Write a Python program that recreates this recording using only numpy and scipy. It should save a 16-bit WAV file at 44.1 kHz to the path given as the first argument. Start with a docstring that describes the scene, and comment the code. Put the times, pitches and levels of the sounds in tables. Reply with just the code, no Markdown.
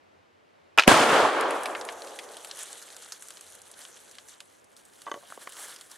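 """A flintlock musket fires in bare winter woods, heard in stereo from close by.
First there is still air with a wavering hum (shaped noise); then the lock clatters (ringing steel, noise).
The charge bangs (pressure swings and a burst of noise) and trunks send back a long roll (bands of fading ticks).
Shot, bark and twigs patter down on leaves and snow (dense ticks, with single ones standing out).
Later the hunter swings the gun up: the stock knocks (ringing wood), hand and woollen cloak rub (dense ticks)."""
import sys
import numpy as np
from scipy import signal
from scipy.fft import rfft, irfft
from scipy.io import wavfile
from scipy.ndimage import uniform_filter1d

SR = 44100
rng = np.random.default_rng(int(sys.argv[2]) if len(sys.argv) > 2 else 0)


def log_audio(samples):
    """Write samples as a 16-bit WAV file to the path given in sys.argv[1]."""
    # one column per channel
    frames = np.atleast_2d(samples).T
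    # limit to full scale, then quantise
    limited = np.clip(frames, -1, 1)
    pcm = np.round(limited * 32767).astype(np.int16)
    wavfile.write(sys.argv[1], SR, pcm)


N = 263686  # length of the scene in samples


def undb(db):
    """Turn dB into a plain gain."""
    return 10 ** (np.asarray(db) / 20)


def unit(x):
    """Scale to an average (RMS) strength of 1."""
    return x / np.sqrt(np.mean(x ** 2))


def peak1(x):
    """Scale to a peak of 1."""
    return x / np.abs(x).max()


def die_away(t, t60):
    """A fade that falls 60 dB in t60 seconds."""
    return np.exp(-np.log(1000) * t / t60)


def at_hz(table, hz):
    """Read a (f/Hz, value) table on a log-frequency axis."""
    f, v = np.transpose(table)
    return np.interp(np.log(hz), np.log(f), v)


def curve(table, off_db=-120):
    """Level column of a (t/s, level/dB) table sample by sample, as good as silent outside it."""
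    s, level_db = np.transpose(table)
    return np.interp(np.arange(N) / SR, s, level_db, left=off_db, right=off_db)


def band(x, hz, octaves):
    """Keep only a band of x around hz."""
    edges = hz / 2 ** (octaves / 2), min(hz * 2 ** (octaves / 2), .45 * SR)
    return signal.sosfilt(signal.butter(2, edges, "band", fs=SR, output="sos"), x)


def walk(rate):
    """A random level that glides to a new value rate times a second; spread near 1."""
    k = int(SR / rate)
    steps = np.repeat(rng.standard_normal(N // k + 1), k)
    return unit(uniform_filter1d(steps, k)[:N])


def grains(rate, spread_db):
    """Noise made of separate ticks of unlike sizes, about rate of them a second."""
    hits = rng.random(N) < rate / SR
    sizes = rng.standard_normal(N) * undb(spread_db * rng.exponential(size=N))
    return unit(hits * sizes)


def pair(mid, side, alike):
    """Left and right from two unrelated sounds; likeness 1 is centred, -1 opposed."""
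    alike = np.clip(alike, -1, 1)
    return np.sqrt((1 + alike) / 2) * mid + np.sqrt((1 - alike) / 2) * side * np.array([[1], [-1]])


def add(out, s, x, pan_db=0):
    """Mix a short sound in at time s; pan_db is how much louder the left is made."""
    i = int(s * SR)
    x = np.atleast_2d(x)[:, :N - i]
    out[:, i:i + x.shape[1]] += x * undb(np.array([[pan_db], [-pan_db]]) / 2)


def ring(modes, spot_hz, falloff_db, scatter_db, share=0.84, detune=0.01):
    """One blow on a body: notes (modes) far from what the struck spot favours are driven less; peak 1."""
    t = np.arange(SR // 6) / SR
    total = 0
    for hz, db, t60 in modes:
        octaves_away = abs(np.log2(hz / spot_hz))
        gain = undb(db - falloff_db * octaves_away + scatter_db * rng.standard_normal())
        # every mode is detuned a little at random from blow to blow
        shifted_hz = hz * (1 + detune * rng.standard_normal())
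        tone = rng.choice([-1, 1]) * np.sin(2 * np.pi * shifted_hz * t)
        total = total + gain * tone * die_away(t, t60 * share)
    return peak1(total)


def fft_hz():
    """Frequencies of the whole scene's spectrum, kept above zero for log reading."""
    return np.maximum(np.fft.rfftfreq(N, 1 / SR), 1)


def colour(x, table):
    """Shape a noise by a (f/Hz, level/dB) table."""
    return unit(irfft(rfft(x) * undb(at_hz(table, fft_hz())), N))


# colour of the quiet woods: (f/Hz, relative level/dB per Hz)
WOODS_COLOUR = [(15, -51), (25, -14.5), (59, -21), (86, -12.5), (164, -13), (193, -11), (260, -9),
                (297, -8.5), (368, -6.5), (523, -7), (567, -6), (2230, -18), (15500, -46)]
WOODS_DB = -59.5
# likeness of left and right in the quiet woods: (f/Hz, likeness)
WOODS_ALIKE = [(60, 0.3), (130, 0.27), (290, -0.31), (640, -0.47), (1410, -0.35), (3100, 0.8), (6820, 0.3),
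               (15000, 0.3)]
# slow course of the low hum: (t/s, level/dB)
HUM_LEVEL = [(0, -77), (1.9, -70), (2.2, -91), (3.2, -88), (3.5, -78), (4.5, -83), (5.98, -88)]
HUM_HZ = 89.5


def woods():
    """Still air and far-off rumble are shaped noise; the wavering hum is a narrow band of noise."""
    mid, side = (rfft(colour(rng.standard_normal(N), WOODS_COLOUR)) for _ in range(2))
    air = irfft(pair(mid, side, at_hz(WOODS_ALIKE, fft_hz())), N)
    hum_tone = unit(band(rng.standard_normal(N), HUM_HZ, .25))
    hum = undb(curve(HUM_LEVEL) + 1.5 * walk(2.5)) * hum_tone
    return undb(WOODS_DB + .5 * walk(8)) * air + hum


def rustle(table, spectrum, rate, spread_db, alike, flicker_db):
    """Dense small ticks in many pitch bands; each band flickers in level, and so does the whole."""
    out, power = 0, 0
    for hz in 250 * 2 ** np.arange(0, 6.2, 1 / 3):
        gain = undb(at_hz(spectrum, hz)) * np.sqrt(hz)  # a wider band holds more power
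        power += gain ** 2 * (5000 < hz < 11000)  # the level table refers to this range
        mid, side = (unit(band(grains(rate, spread_db), hz, 1 / 3)) for _ in range(2))
        out = out + gain * undb(flicker_db * walk(25)) * pair(mid, side, alike)
    return undb(curve(table) + flicker_db * walk(50)) * out / np.sqrt(power)


# course of the fine patter before the swells: (t/s, level/dB)
PATTER = [(1.3, -59), (1.59, -51), (2.42, -53), (2.64, -48), (2.99, -53.5), (3.4, -56), (3.6, -59.5),
          (3.93, -55.5), (4.25, -60), (4.6, -67.5)]
# colour of the patter as the microphone hears it: (f/Hz, relative level/dB per Hz)
PATTER_COLOUR = [(590, -33), (1000, -8), (1370, 0), (1490, 2), (2480, -8.5), (3630, 1.5), (4830, -13.5),
                 (5780, -1.5), (9300, -1.5), (10600, -1), (12500, -13.5), (16000, -26), (22000, -120)]


def patter():
    """Fine bits landing on leaves, too many to hear one by one."""
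    return rustle(PATTER, PATTER_COLOUR, 2500, 2.2, 0.83, 1.54)


# course of the rubbing before the swells: (t/s, level/dB)
RUB = [(4.5, -72), (4.8, -71), (4.948, -61.5), (5.66, -54), (5.804, -57), (5.979, -63.5)]
# colour of the rubbing as the microphone hears it: (f/Hz, relative level/dB per Hz)
RUB_COLOUR = [(150, -46), (250, -16), (402, -7), (749, -7), (1280, -4), (1620, -2), (2640, -16.5),
              (3320, -1.5), (4760, -12.5), (5980, -7), (9940, -3.5), (12500, -13), (16000, -14.5),
              (22000, -120)]


def rub():
    """Hand and woollen cloak rub along the gun as a stream of tiny catches."""
    return rustle(RUB, RUB_COLOUR, 4000, 2.2, 0.98, 1.8)


# showers of crumbs and strokes of cloth, short or long: (t/s, level/dB above the rustle, half-length/s)
SWELLS = [(2.61, 5, 0.028), (3.278, 2.5, 0.059), (3.533, 5, 0.044), (3.83, 7, 0.04), (4.319, 9, 0.035),
          (4.792, 11.5, .015), (5.315, 3, 0.026), (5.417, 6.5, 0.026), (5.649, 11, 0.075),
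          (5.939, 10.5, 0.03)]


def swells():
    """Rounded rises in dB, where a shower or stroke makes the rustle stronger."""
    t = np.arange(N) / SR
    return sum(db * np.exp(-((t - s) / half) ** 2 / 2) for s, db, half in SWELLS)


FAINT_S, FAINT_COUNT = (1.8, 5.9), 110  # time span, how many
FAINT_ABOVE_DB, FAINT_HZ = 13, 4700  # middle height above the rustle, middle pitch


def faint_ticks():
    """Faint ticks at random moments, of unlike size and pitch, following the rustle's level."""
    when, size, pitch, crisp = rng.random((FAINT_COUNT, 4)).T
    s = FAINT_S[0] + when * (FAINT_S[1] - FAINT_S[0])
    rustle_db = np.maximum(curve(PATTER), curve(RUB))[(s * SR).astype(int)]
    level_db = rustle_db + FAINT_ABOVE_DB + 4.5 * (size - .5)
    hz = FAINT_HZ * 2 ** (1.4 * (pitch - .5))
    top_db = -6.0 + 17.0 * (crisp - .5)
    return list(zip(s, level_db, hz, top_db))


# the loudest small ticks, bits landing and later handling ticks:
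# (t/s, peak level/dB, centre f/Hz, crisp top level/dB)
SMALL_TICKS = [(1.4097, -21, 2160, 1), (1.507, -21, 2120, -3), (1.633, -25.5, 6000, 5),
               (1.657, -19, 2300, -9), (1.7501, -23.5, 1720, -27), (1.8115, -25.5, 4220, -22),
               (1.8504, -29.5, 2270, 7), (1.8879, -20, 2290, -31), (2.0198, -28, 3930, -3),
               (2.0728, -32, 3500, -8), (2.1886, -24, 2640, -8), (2.369, -26.5, 3400, 0),
               (2.447, -25, 3340, 5), (2.4716, -33, 5800, -8), (2.5118, -23, 3980, -13),
               (2.5712, -32, 3880, 10), (2.59, -27, 7000, 8), (2.607, -29, 4200, 9), (2.632, -25, 7000, 8),
               (2.8805, -38, 2790, -5), (2.9029, -34, 3480, -1), (3.0221, -36, 3500, 0),
               (3.0601, -36, 4260, -17), (3.3706, -34.5, 3400, -8), (3.5014, -35, 5000, 7),
               (3.522, -35, 3500, 8), (3.6168, -35, 5000, 10), (3.7904, -34, 6000, 10),
               (3.8168, -36, 3870, -5), (4.285, -35.5, 6200, 0), (4.643, -44.5, 6010, 7),
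               (4.7657, -40, 4000, 0), (4.773, -41.5, 6000, 4), (4.852, -41, 5020, 8),
               (5.498, -38, 5980, 8), (5.522, -33, 4000, 3), (5.534, -35, 7000, 6),
               (5.568, -35.5, 2500, -3), (5.957, -39, 2200, 0), (2.825, -33, 5400, -12),
               (2.9653, -28, 5650, 2), (3.121, -25.5, 5600, -13), (3.2233, -28, 2800, 10),
               (3.285, -30, 6560, 10), (3.305, -28, 3470, 2), (3.4096, -30, 6350, 1),
               (3.5516, -33, 6350, 15), (3.714, -34.5, 5430, 13), (3.8505, -30.5, 3800, -18),
               (4.1124, -36, 6100, -13), (4.152, -36, 3700, 1), (4.184, -33, 3440, -17),
               (4.404, -29, 3195, -4), (5.018, -33.5, 3850, 4), (5.761, -32.5, 4090, -2),
               (5.8105, -31, 3600, 2), (5.9146, -30, 4760, 3)]
TICK_BODY_DB, TICK_BODY_SCATTER_DB = -7, 3
TICK_T60_S = 0.037  # typical; it varies from tick to tick


def small_ticks(out):
    """Each small tick has a crisp top and a duller body, then a short noisy tail."""
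    t = np.arange(SR // 10) / SR
    for s, db, hz, top_db in list(SMALL_TICKS) + faint_ticks():
        noise = rng.standard_normal((4, len(t)))
        chance = rng.standard_normal(4)
        tail = die_away(t, TICK_T60_S * 1.22 ** chance[0])
        fade = np.exp(-t / 0.0007) + .45 * tail
        top = undb(top_db) * pair(*unit(band(noise[:2], 9000, .6)), .85)
        body_db = TICK_BODY_DB + TICK_BODY_SCATTER_DB * chance[1]
        body = undb(body_db) * unit(band(noise[3], 1400 * 1.2 ** chance[2], 1.1))
        centre = unit(band(noise[2], hz, 0.8))
        upper = undb(-8.0) * unit(band(noise[1], min(1.87 * hz, 12000), .6))
        tick = (centre + upper + top + body) * fade
        onset = 1 - np.exp(-t / 0.00034)
        add(out, s, undb(db) * peak1(tick * onset), pan_db=1.5 * chance[3] - 1)


# knocks: (t/s, peak level/dB, share of ring time, f/Hz the struck spot favours, loss/dB per octave from it)
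KNOCKS = [(4.412, -51, 1.6, 690, 26), (5.066, -27.5, 1.2, 1120, 12), (5.075, -30, 1.7, 1120, 11),
          (5.083, -33.5, 1.3, 900, 10), (5.096, -35, 0.3, 1100, 7), (5.115, -19, 1.23, 1090, 5),
          (5.141, -26, 0.6, 1000, 6), (5.149, -34, 1.2, 800, 5), (5.159, -35.5, 1.3, 600, 10),
          (5.172, -38, 1.4, 550, 8), (5.227, -42, .3, 800, 8), (5.234, -43, 1.6, 705, 30),
          (5.302, -35.5, 0.23, 800, 5), (5.323, -28.5, 0.1, 1090, 13), (5.375, -32, 0.57, 450, 5),
          (5.473, -26, 0.32, 1090, 11)]
# ringing notes of the wooden stock: (f/Hz, relative level/dB, time to fall 60 dB/s before the share)
STOCK_MODES = [(315, 2, 0.025), (450, 3, 0.025), (573, -4.5, 0.061), (705, -8.5, 0.055), (926, 0.5, 0.028),
               (1091, 3.5, 0.026), (1164, 2.5, 0.042), (1550, -2.5, 0.025), (1970, -3.5, 0.031),
               (3030, 1.5, 0.026), (3500, -0.5, 0.014), (4600, -6, 0.012), (6350, 4.5, 0.016)]
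KNOCK_CLACK_DB, KNOCK_CLACK_S = -12, 0.0035
KNOCK_TICK_DB, KNOCK_TICK_S = -13, 0.0016  # the loss per octave lowers the tick further


def knocks(out):
    """Wood and ramrod bump: a sharp tick and a dry clack, then the stock rings."""
    t = np.arange(SR // 6) / SR
    for s, db, share, spot_hz, falloff_db in KNOCKS:
        noise = rng.standard_normal((2, len(t)))
        clack = unit(band(noise[0], spot_hz, 1.6)) * np.exp(-t / KNOCK_CLACK_S)
        tick = unit(band(noise[1], 4800, 1.5)) * np.exp(-t / KNOCK_TICK_S)
        wood = ring(STOCK_MODES, spot_hz, falloff_db, 2, share, detune=.012)
        wood = wood + undb(KNOCK_CLACK_DB) * clack
        # a blow that wakes few modes is soft and ticks less
        wood = wood + undb(KNOCK_TICK_DB - falloff_db) * tick
        onset = 1 - np.exp(-t / 0.00043)
        add(out, s, undb(db) * peak1(band(wood * onset, 1300, 6.1)), pan_db=-0.8)


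# strong single echoes off near trunks: (t/s, peak level/dB, centre f/Hz, likeness of left and right)
SLAPS = [(0.8802, -5.5, 500, -0.86), (0.888, -7.5, 460.6, -1.04), (.913, -4.5, 596, .8),
         (.912, -18, 140, 0.96), (1, -22, 190, 1), (1.032, -14.5, 370, 0.94), (1.11, -31.5, 120, 1),
         (1.22, -33, 75, 1), (.94, -9.5, 790, .8), (.965, -10.5, 1280, .8), (1.035, -17, 1400, 0.7),
         (1.129, -15, 700, .8), (1.224, -25, 850, .8)]


def slaps(out):
    """Near trunks throw back single echoes: short bursts of noise that rise and fade."""
    t = np.arange(SR // 10) / SR
    for s, db, hz, alike in SLAPS:
        noise = band(rng.standard_normal((2, len(t))), hz, 2.0)
        fade_s = 0.0028 * np.sqrt(700 / hz)  # low echoes last longer
        add(out, s, undb(db) * peak1(pair(*noise, alike) * t * np.exp(-t / fade_s)))


# the roll of echoes, with a last return from far off: (t/s, level/dB)
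ROLL = [(.879, -39), (.884, -18.5), (1.03, -20), (1.075, -21.5), (1.14, -19), (1.31, -26), (1.43, -26.5),
        (1.94, -44), (2.4, -53), (3.25, -67), (3.68, -63), (4.3, -71.5)]
# colour at the start of the roll: (f/Hz, relative level/dB per Hz)
ROLL_COLOUR = [(24, -55), (40, -30.5), (136, -15.5), (280, -12.5), (480, -6.5), (800, -7.5), (1280, -4),
               (1960, -17), (2600, -15), (3300, -15), (4570, -23.5), (6500, -20), (9500, -21), (15500, -44)]
# how much faster than the middle each band dies at first; deep bass and treble go soonest:
# (f/Hz, loss/dB per s)
ROLL_LOSS = [(40, 21), (150, 40.5), (300, 0), (600, -5.5), (1200, 4), (2200, 8.5), (3300, 15), (5000, 29.5),
             (12000, 39)]
# likeness of left and right at the start of the roll: (f/Hz, likeness)
ROLL_ALIKE = [(60, 0.86), (130, 1), (290, 1), (640, 0.95), (1410, 0.83), (3100, 0.69), (6820, 0.58),
              (15000, -0.39)]
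ROLL_SETTLE_S = 1.8  # after this long the colour changes little more
ROLL_SPREAD_S = 9  # late echoes come from all around, so the sides grow unlike


def roll():
    """Many trunks return the report; later echoes have travelled further and lost their edges."""
    age = np.maximum(np.arange(N) / SR - ROLL[0][0], 0)
    wear = ROLL_SETTLE_S * np.tanh(age / ROLL_SETTLE_S)
    lumps_db = .9 * walk(29.8)  # shared by all bands
    out, power = 0, 0
    for hz in 45 * 2 ** np.arange(0, 8.5, .5):
        mid, side = (unit(band(grains(6000, 0.67), hz, 0.57)) for _ in range(2))
        start_db = at_hz(ROLL_COLOUR, hz) + 10 * np.log10(hz)  # a wider band holds more power
        power += undb(2 * start_db) * (350 < hz < 1400)  # the level table refers to this range
        band_db = start_db - at_hz(ROLL_LOSS, hz) * wear + lumps_db + 1.0 * walk(12)
        alike = at_hz(ROLL_ALIKE, hz) * np.exp(-age / ROLL_SPREAD_S)
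        out = out + undb(band_db) * pair(mid, side, alike)
    out = out / np.sqrt(power) * undb(curve(ROLL))
    slaps(out)
    return out


# flint, frizzen and springs striking: (t/s, level/dB, f/Hz the struck part favours, spark tick level/dB)
LOCK_BLOWS = [(0.776, -9, 1578, -4), (0.7787, -8, 1200, -18.5), (0.7847, 1.5, 1282, -18.5),
              (0.7854, -1, 2315, -23.5), (0.791, -7.5, 1200, -13), (0.7944, -1.5, 1490, -14.5),
              (0.797, -2, 2400, -19), (0.8032, -12, 2600, -19.5), (0.8224, -12.5, 2493, -17.5),
              (0.8355, -14.5, 2535, -18), (.8435, -21, 1870, -22)]
# ringing notes of the steel lock: (f/Hz, relative level/dB, time to fall 60 dB/s before ring's share)
LOCK_MODES = [(580, -4.5, 0.01), (995, -7, 0.018), (1347, -5.5, 0.025), (1580, -7.5, 0.02),
              (2505, -3.5, 0.021), (2940, -4, 0.014), (3760, -17.5, 0.0088), (5530, -24.5, 0.0062),
              (6780, -26, .008), (9480, -28, 0.0043)]
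LOCK_CRACK_DB, LOCK_CRACK_T60_S = -6, .013
LOCK_TAIL_DB, LOCK_TAIL_T60_S = -21, .17  # scatter off the stock and ground
SCRAPE_S, SCRAPE_DB, SCRAPE_HZ = (.777, .803), -20.5, 1700  # start and end, level, centre


def lock(out):
    """The flint scrapes down the steel; each blow rings the lock and scatters off the stock and ground."""
    t = np.arange(SR // 6) / SR
    contact = 1 - np.exp(-t / 0.00045)  # the flint bites over a moment
    scrape = band(rng.standard_normal(int((SCRAPE_S[1] - SCRAPE_S[0]) * SR)), SCRAPE_HZ, 1.5)
    add(out, SCRAPE_S[0], undb(SCRAPE_DB) * unit(scrape) * signal.windows.tukey(len(scrape), .5))
    for s, db, spot_hz, tick_db in LOCK_BLOWS:
        noise = rng.standard_normal((5, len(t)))
        crack = unit(band(noise[0], spot_hz, 1.5)) * die_away(t, LOCK_CRACK_T60_S)
        tick = unit(band(noise[1:3], 8500, 1.5)) * np.exp(-t / 0.00097)
        steel = ring(LOCK_MODES, spot_hz, 6.3, 1.7) + undb(LOCK_CRACK_DB) * crack
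        add(out, s, undb(db) * contact * (steel + undb(tick_db) * pair(*tick, -0.22)))
        tail = band(noise[3:], 1500, 2.9) * die_away(t, LOCK_TAIL_T60_S)
        add(out, s, undb(db + LOCK_TAIL_DB) * pair(*tail, 0.83))


# muzzle pressure swings (a dip, then a spike) and the ground bounce: (middle t/s, peak level/dB, length/s)
BLAST = [(0.878, -6.5, 0.0023), (0.88, 8.5, 0.00099), (0.8844, -8, 0.0035)]
GAS_S, GAS_DB, GAS_RISE_S, GAS_FALL_S = .8788, -5.5, 0.0016, .0015


def blast(out):
    """Pressure swings at the muzzle inside a burst of jetting gas."""
    for (s, db, length), sign in zip(BLAST, (-1, 1, 1)):
        add(out, s - length / 2, sign * undb(db) * np.hanning(int(length * SR)))
    t = np.arange(N) / SR - GAS_S
    # the charge is already roaring up the barrel
    lead = (t < 0) * np.exp(-abs(t) / 0.0065)
    out += undb(-17.5) * lead * unit(band(rng.standard_normal(N), 600, 1.7))
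    swell = np.exp(np.where(t < 0, t / GAS_RISE_S, -t / GAS_FALL_S))
    roar, hiss = (unit(band(rng.standard_normal((2, N)), hz, 1.5)) for hz in (1500, 8000))
    gas = pair(*roar, .7) + undb(-5.0) * pair(*hiss, -0.23)
    out += undb(GAS_DB) * swell * gas


RUSTLE_RIGHT_DB = 0.2  # how much louder the rustle is made on the right


def scene():
    """Lay the patter and rubbing, the roll and the single events over the quiet woods."""
    side_db = np.array([[-RUSTLE_RIGHT_DB], [RUSTLE_RIGHT_DB]]) / 2
    out = woods() + undb(swells() + side_db) * (patter() + rub()) + roll()
    for source in small_ticks, knocks, lock, blast:
        source(out)
    return out


MIC_LOW_HZ, MIC_HIGH_HZ, TOP_HZ = 88, 12300, 15700


def record(dry):
    """The microphone thins bass and top; the recorder clips the loudest peaks and cuts the top."""
    mic = signal.sosfilt(signal.butter(1, MIC_LOW_HZ, "high", fs=SR, output="sos"), dry)
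    mic = signal.sosfilt(signal.butter(2, MIC_HIGH_HZ, fs=SR, output="sos"), mic)
    clipped = np.clip(mic, -1, 1)
    top_cut = signal.ellip(8, .2, 60, TOP_HZ, fs=SR, output="sos")
    return np.clip(signal.sosfilt(top_cut, clipped), -1, 1)


dry = scene()
out = record(dry)
log_audio(out)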